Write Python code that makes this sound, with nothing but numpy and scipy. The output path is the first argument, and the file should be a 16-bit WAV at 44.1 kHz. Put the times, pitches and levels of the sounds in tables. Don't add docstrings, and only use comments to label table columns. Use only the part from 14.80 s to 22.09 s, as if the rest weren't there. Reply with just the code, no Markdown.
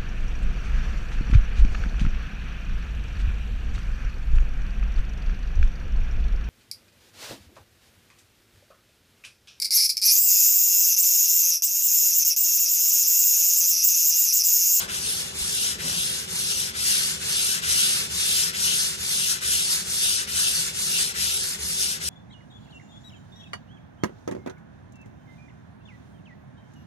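import sys
import numpy as np
from scipy import signal
from scipy.fft import rfft, irfft, next_fast_len
from scipy.io import wavfile
from scipy.ndimage import uniform_filter1d, map_coordinates

SR = 44100
rng = np.random.default_rng(int(sys.argv[2]) if len(sys.argv) > 2 else 0)


def digitize_waveform(pressure):
    field = np.atleast_2d(pressure).T
    bounded = np.clip(field, -1, 1)
    quanta = np.round(bounded * 32767).astype(np.int16)
    wavfile.write(sys.argv[1], SR, quanta)


def amplitude_ratio(level_db):
    exponent = np.asarray(level_db, float) / 20
    return 10 ** exponent


N = 321489

# start [s], pressure [dB], pressure gained by the end [dB], coarse grains [dB], jolt to bench [dB].
STROKES = [(-.4, -33, 0.5, 2, -55), (0.073, -34, -2, 1, -58), (0.526, -33.5, 0.5, 0.5, -46),
           (.977, -33.5, -2, 0.5, -49), (1.472, -31.5, -1.5, -.5, -46), (1.931, -31, 0, 0, -44),
           (2.39, -30, 2.5, 1, -49), (2.813, -28.5, -2, .5, -41), (3.288, -29, 1, -1, -44),
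           (3.725, -29.5, -3, -1, -48), (4.17, -32, 2, 0, -45), (4.601, -29.5, -0.5, -1, -42.5),
           (5.04, -30.5, 3, -1.5, -47), (5.463, -31, -1.5, -0.5, -41.5), (5.925, -30.5, 3, -1.5, -49),
           (6.333, -32.5, -2.5, -.5, -43), (6.78, -32, -1, -1.5, -40.5), (7.195, -27.5, 10, -2.5, -37)]
LAST_TURN_S = 7.6
WIN = 512


def unit(x):
    return x / np.sqrt(np.mean(np.abs(x) ** 2) + 1e-20)


def hump(x, centre, width):
    return np.exp(-((x - centre) / width) ** 2)


def along(rows, hz):
    f, *cols = np.transpose(rows)
    return [np.interp(np.log(hz + 1), np.log(f + 1), c) for c in cols]


def curves(rows):
    s, *cols = np.transpose(rows)
    return [np.interp(np.arange(N) / SR, s, c) for c in cols]


def wobble(rate_hz):
    knots = rng.standard_normal(int(N * rate_hz / SR) + 4)
    return map_coordinates(knots, [np.arange(N) * rate_hz / SR])


def coloured(x, gain):
    m = next_fast_len(N + 8192)
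    return unit(irfft(rfft(x, m) * gain(np.fft.rfftfreq(m, 1 / SR)), m)[..., :N])


def peaks(modes, hz):
    return sum(db / (1 + (2 * (hz - c) / w) ** 2) for c, w, db in modes)


def smooth_grid(shape, bins, frames):
    field = uniform_filter1d(rng.standard_normal(shape), size=bins, axis=0)
    return unit(uniform_filter1d(field, size=frames, axis=1))


def turns():
    return np.array([row[0] for row in STROKES] + [LAST_TURN_S])


def place(t):
    return .5 + .5 * np.cos(np.pi * np.interp(t, turns(), np.arange(len(STROKES) + 1)))


def hand():
    # time [s], length [s], pressure [dB], bite of the rasp [dB].
    surges = [(.01, 0.046, 2, -1.5), (0.222, 0.055, -2.5, -3), (0.703, 0.076, 0, -1),
              (0.893, 0.046, 2, -1.5), (1.392, 0.059, 3, -1.5), (1.747, 0.051, -0.5, -2.5),
              (2.1, 0.057, 3, -5), (2.523, .05, -0.5, 2.5), (2.683, 0.057, 0, -3), (2.86, .03, -2, -0.5),
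              (3.44, 0.056, 0, 3), (3.626, .04, 2.5, -2), (3.916, .04, -1.5, 3.5), (4.332, 0.034, 2, .5),
              (4.506, 0.039, 3.5, -3.5), (4.846, .05, -2, 0.5), (4.927, .03, 2, -3), (5.046, .03, 2.5, -1),
              (5.18, 0.036, 0.5, -2), (5.288, 0.046, .5, 2.5), (5.6, .05, 0, 0.5), (6.165, 0.036, 0, 3.5),
              (6.414, 0.031, 2.5, 0.5), (6.69, 0.054, 2, -5), (6.894, 0.037, 0, -2),
              (7.015, 0.026, 3, -1.5)]
    break_db, break_at_s, break_s = 4.5, 0.024, 0.015
    tremor_db, tremor_hz = 0.59, 8.3
    t = np.arange(0, N + 99, 100) / SR
    count = np.interp(t, turns(), np.arange(len(STROKES) + 1))
    start, press_db, gain_db, coarse_db, _ = np.array(STROKES)[count.astype(int)].T
    s, length_s, *surge_db = np.transpose(surges)
    bear_db, bite_db = surge_db @ hump(t, s[:, None], length_s[:, None])
    away = count % 2 >= 1
    press_db = press_db + gain_db * (count % 1 - .5) + bear_db
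    coarse_db = coarse_db + break_db * away * hump(t - start, break_at_s, break_s)
    controls = uniform_filter1d(np.array([press_db, coarse_db, bite_db, 1. - away]), size=6)
    pressure_db, *rest = curves(np.transpose([t, *controls]))
    return pressure_db + tremor_db * wobble(tremor_hz), *rest


def loudness_db(law, where, pressure_db):
    level_db, power, far_db, vise_db = law
    creep_near, creep_far = 0.016, 0.058
    snap_far = 0.26
    creep = creep_near + where * (creep_far - creep_near)
    speed = np.sqrt(4 * np.abs(where * (1 - where)) + creep ** 2)
    speed_db = 20 * power * (1 - snap_far * where) * np.log10(speed)
    jaws_db = vise_db * hump(where, .64, 0.28)
    return level_db + pressure_db + speed_db + jaws_db - far_db * (where - .5)


def patchy(x, patchy_db, nodes_db):
    _, t, z = signal.stft(x, SR, nperseg=WIN)
    field = smooth_grid(z.shape[1:], 8, 8)
    shapes = uniform_filter1d(rng.standard_normal((z.shape[1], 100)), size=14, axis=1, mode="wrap")
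    streaks = shapes[:, (99 * place(t)).astype(int)]
    gain_db = patchy_db * field + nodes_db * unit(streaks).clip(-2, 2)
    return signal.istft(z * amplitude_ratio(gain_db), nperseg=WIN)[1][:, :N]


def sanding():
    # frequency [Hz], density [dB per Hz].
    drone_curve = [(500, -29), (900, -18.5), (1250, -7), (1550, -2.5), (1900, 0), (2300, -5.5), (3000, -24)]
    rasp_curve = [(1700, -25.5), (2300, -7.5), (2800, 1.5), (3400, 1), (4000, -2.5), (4800, -56.5)]
    scratch_curve = [(2800, -27.5), (3600, -15.5), (4500, 0), (5300, 0), (6200, 0.5), (7300, -3),
                     (8300, -2), (9200, -33.5)]
    fizz_curve = [(6800, -58), (8000, -23), (8800, -6), (9600, 2), (10200, -1.5), (11000, -7.5),
                  (12000, -13.5), (13000, -22), (13500, -23.5), (15600, -25.5), (15750, -90)]
    # frequency [Hz], width [Hz], lift [dB].
    bar_modes = [(1398, 160, 4.5), (1540, 86, 4.5), (1717, 100, 3.5), (3200, 35, -7), (4240, 84, 6),
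                 (5194, 100, 4.5), (5590, 76, 4.5), (9360, 71, -10.5)]
    # level dB, power of speed, loss to the far end dB, dB over the vise jaws
    scratch_law, fizz_law = (4, 0.7957, 1.5, -2), (6, 0.92, 2.5, -1.5)
    rasp_law, drone_law = (-2.5, 0.67, .3, -2.5), (-13, -0.06, 0.5, -2.2)
    # place 0-1, width, lift dB
    rasp_spot, drone_spot = (0.46, 0.18, 3.9), (0.026, 0.056, 2.63)
    grip_speed, pull_drone_db = 0.13, -0.3

    pressure_db, coarse_db, bite_db, back = hand()
    where = place(np.arange(N) / SR)
    clumps = amplitude_ratio(0.79 * wobble(25) + 0.31 * wobble(300))
    grain_db = 2.04 * rng.exponential(size=N).clip(0, 4)
    grit = rng.standard_normal((2, N)) * amplitude_ratio(grain_db) * clumps
    grit = patchy(grit, patchy_db=1.0, nodes_db=2.0)

    def layer(colour, law):
        rung = coloured(grit, lambda hz: amplitude_ratio(along(colour, hz)[0] + peaks(bar_modes, hz)))
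        return amplitude_ratio(loudness_db(law, where, pressure_db)) * rung

    def freer(spot):
        centre, width, lift_db = spot
        return amplitude_ratio(lift_db * hump(where, centre, width))

    speed = 2 * np.sqrt(np.abs(where * (1 - where)))
    gripping = amplitude_ratio(pull_drone_db * back) * np.tanh(speed / grip_speed)
    drone = gripping * freer(drone_spot) * layer(drone_curve, drone_law)
    rasp = amplitude_ratio(bite_db) * freer(rasp_spot) * layer(rasp_curve, rasp_law)
    scratch = layer(scratch_curve, scratch_law)
    fizz = layer(fizz_curve, fizz_law)
    return scratch + amplitude_ratio(coarse_db) * (drone + rasp) + fizz


def fan():
    # frequency [Hz], density [dB per Hz].
    air_curve = [(22, -50), (45, -11.5), (75, -5.5), (105, -9.5), (170, -5.5), (250, -12), (310, -17.5),
                 (450, -11.5), (700, -18), (1100, -16), (1600, -20), (3000, -22), (9000, -22), (14000, -64)]
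    # frequency [Hz], width [Hz], lift [dB].
    hum_modes = [(119.4, 15, 4.5), (166.7, 13.3, 7), (208, 26, 5), (434, 16, 5.5), (526, 8.8, 8),
                 (803, 13, 10.5)]
    # time [s], level [dB].
    fan_level = [(0, -42), (1, -41.5), (2, -42.5), (3, -42), (4, -43.5), (5, -44.5), (6, -43.5),
                 (7.29, -44)]
    motor_hz, motor_db = 377.5, -55.5
    air = coloured(rng.standard_normal((2, N)), lambda hz: amplitude_ratio(along(air_curve, hz)[0] + peaks(hum_modes, hz)))
    phase = 2 * np.pi * motor_hz * np.arange(N) / SR + 1.7 * wobble(8.6)
    tone = amplitude_ratio(motor_db + 3.5 + 0.37 * wobble(6)) * np.sin(phase)
    return amplitude_ratio(curves(fan_level)[0] + 0.62 * wobble(3.1)) * air + tone * [[1], [0]]


def cloth():
    # start [s], level [dB], rise [s], t60 [s].
    brushes = [
        (-.03, -36.5, .02, 0.65),
        (1.02, -36, 0.018, 0.6),
        (3.88, -50, .04, .3),
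    ]
    # frequency [Hz], density [dB per Hz].
    cloth_curve = [(120, -30), (220, -10), (600, 4), (1200, 2), (2000, -33)]
    t = np.arange(N) / SR
    swell = np.zeros(N)
    for s, db, rise_s, t60_s in brushes:
        since = (t - s).clip(0)
        swell += amplitude_ratio(db - 60 * since / t60_s) * (1 - np.exp(-since / rise_s))
    return swell * coloured(rng.standard_normal((2, N)), lambda hz: amplitude_ratio(along(cloth_curve, hz)[0]))


def bench():
    # time [s], peak [dB], frequency [Hz], t60 [s].
    bumps = [
        (.612, -29, 60, .1),
        (.645, -35, 170, .1),
        (1.04, -30, 165, .12),
        (1.05, -33, 250, .12),
        (1.113, -32, 110, .06),
        (1.165, -30, 170, .15),
    ]
    jolt_rise_s = (0.037, 0.08)
    jolt_t60_s, rest_db, rock_hz = 0.43, -59, 76.2
    rock = coloured(rng.standard_normal(N), lambda hz: 1 / (1 + ((hz - 78) / 9) ** 2))
    out = np.pad(amplitude_ratio(rest_db) * rock, (SR, SR))
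    t = np.arange(SR // 2) / SR
    for k, (s, *_, db) in enumerate(STROKES):
        rise_s = jolt_rise_s[k % 2]
        jolt = amplitude_ratio(-60 * (t - rise_s) / jolt_t60_s) * (1 - np.exp(-(t / rise_s) ** 3))
        hz = rock_hz + 4.4 * rng.standard_normal()
        out[SR + round(s * SR):][:len(t)] += amplitude_ratio(db + 3.5) * jolt * np.sin(2 * np.pi * hz * t)
    for s, db, hz, t60_s in bumps:
        thud = amplitude_ratio(db - 60 * t / t60_s) * (1 - np.exp(-t / 0.0039))
        out[SR + round(s * SR):][:len(t)] += thud * np.sin(2 * np.pi * hz * t)
    return out[SR:][:N]


def shop(x):
    # frequency [Hz], t60 [s].
    decay = [(200, 0.65), (2000, 1), (10000, 0.16)]
    hz, t, z = signal.stft(rng.standard_normal((2, SR // 2)), SR, nperseg=256)
    tail = signal.istft(z * amplitude_ratio(-60 * t / along(decay, hz)[0][:, None]), SR, nperseg=256)[1]
    late = np.pad(x, ((0, 0), (200, 0)))
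    return signal.fftconvolve(late, tail / np.linalg.norm(tail[0]), axes=1)[:, :N]


def ports(pair, where):
    # frequency [Hz], left's lead near, halfway, far [radians].
    lead_rows = [(450, -.2, -.2, -.2), (700, 3.1, 3.1, -3.1), (1500, 3.2, 3.1, 0), (2100, 3.5, 3, 1),
                 (3000, 5.9, 4, 3.1), (4000, 7.2, 5.9, 5.3), (4500, 8.6, 6.4, 5.2), (5400, 9.6, 8, 3.3)]
    # frequency [Hz], lead [radians].
    beam_rows = [(5300, -np.pi), (6100, .2), (7500, 0), (7700, 0), (7950, np.pi), (8250, 2.8), (8700, 0),
                 (9800, -np.pi), (10300, -np.pi), (11800, -2 * np.pi), (12350, -2 * np.pi),
                 (13500, -3 * np.pi), (14900, -4 * np.pi)]
    # frequency [Hz], left-right likeness near, far [0-1].
    alike_rows = [(60, .99, .99), (150, .97, .97), (300, .66, .66), (500, .5, .5), (620, .15, .15),
                  (800, .5, .45), (1500, .75, .25), (2200, .48, .45), (3000, .52, .8), (4300, .55, .3),
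                  (6300, .55, .5), (7300, .38, .58), (7850, .15, .15), (8700, .75, .68), (9300, .85, .85)]
    # frequency [Hz], likeness [0-1].
    treble_alike = [(9300, .85), (9800, 1), (10300, 1), (11000, .78), (11550, .72), (11800, 1), (12350, 1),
                    (12600, .75), (13300, .5), (14400, .5), (15200, 1)]
    # frequency [Hz], left minus right near, far [dB].
    lean_rows = [(305, -2, -1.5), (900, 6.5, -0.7), (2080, 0.5, -0.5), (2620, 2, -1.5), (3020, 3, 3.5),
                 (4380, 5.5, -1), (5300, 10, 3), (7240, 2, 7), (8900, 2, -7)]
    hz, t, (a, b) = signal.stft(pair, SR, nperseg=WIN)
    p = where(t)
    f = hz[:, None]
    near, half, far = along(lead_rows, f)
    lead = np.where(p < .5, near + 2 * p * (half - near), far + 2 * (1 - p) * (half - far))
    beam = np.clip((f - 5000) / 900, 0, 1)
    arrow = (1 - beam) * np.exp(1j * lead) + beam * np.exp(1j * along(beam_rows, f)[0])
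    near, far = along(alike_rows, f)
    alike = np.where(f > treble_alike[0][0], along(treble_alike, f)[0], near + p * (far - near))
    alike = alike ** np.exp(.8 * smooth_grid(a.shape, 5, 10))
    turn = np.arccos(np.clip(alike * abs(arrow), 0, 1)) / 2
    near, far = along(lean_rows, f)
    lean = amplitude_ratio((near + p * (far - near)) * (f < lean_rows[-1][0]) / 2)
    left = (np.cos(turn) * a + np.sin(turn) * b) * lean * np.exp(1j * np.angle(arrow))
    right = (np.cos(turn) * a - np.sin(turn) * b) / lean
    return signal.istft(np.array([left, right]), SR, nperseg=WIN)[1][:, :N]


def scene():
    rub = sanding()
    around = fan() + cloth() + amplitude_ratio(-12.5) * shop(rub) + bench() * [[1], [0]]
    return ports(rub, place) + ports(around, lambda t: 0.47 + 0 * t)


def starved(x, masked_db, scatter_db, budget_db):
    # frequency [Hz], threshold [dB re the mean loudness of the moment].
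    heard = [(9000, -45), (10500, -19), (12400, -14), (13000, -10), (13600, -8.2), (14500, -6.5),
             (15600, -5), (15750, 40)]
    window = np.sin(np.pi * (np.arange(2048) + .5) / 2048)
    frames = dict(fs=SR, window=window, nperseg=2048)
    hz, _, z = signal.stft(np.array([x[0] + x[1], x[0] - x[1]]) / 2, **frames)
    f = hz[:, None]
    power = np.abs(z) ** 2
    loud = power[:, (hz > 2000) & (hz < 11000)].mean(axis=(0, 1))
    beside = np.abs(uniform_filter1d(power.max(axis=0), size=24, axis=0)) * (f > 1500)
    band = np.arange(len(hz)) // 16
    treble = f > 9500
    luck_db = scatter_db * rng.standard_normal((2, band[-1] + 1, z.shape[2]))[:, band]
    budget = unit(uniform_filter1d(rng.standard_normal((2, 1, z.shape[2])), size=3))
    luck_db += budget_db * budget * treble
    floor = loud * amplitude_ratio(2 * along(heard, f)[0])
    edge = np.maximum(floor, beside * amplitude_ratio(2 * (masked_db + 3 * treble)))
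    keep = uniform_filter1d(power, size=7, axis=1) > edge * amplitude_ratio(2 * luck_db)
    mid, side = signal.istft(z * keep, **frames)[1][:, :N]
    return np.array([mid + side, mid - side])


def band_limit(x):
    return signal.sosfilt(signal.butter(12, 16750, fs=SR, output="sos"), x)


def record(dry):
    thinned = starved(dry, masked_db=-12, scatter_db=4, budget_db=3)
    return band_limit(thinned)


dry = scene()
out = record(dry)
digitize_waveform(out)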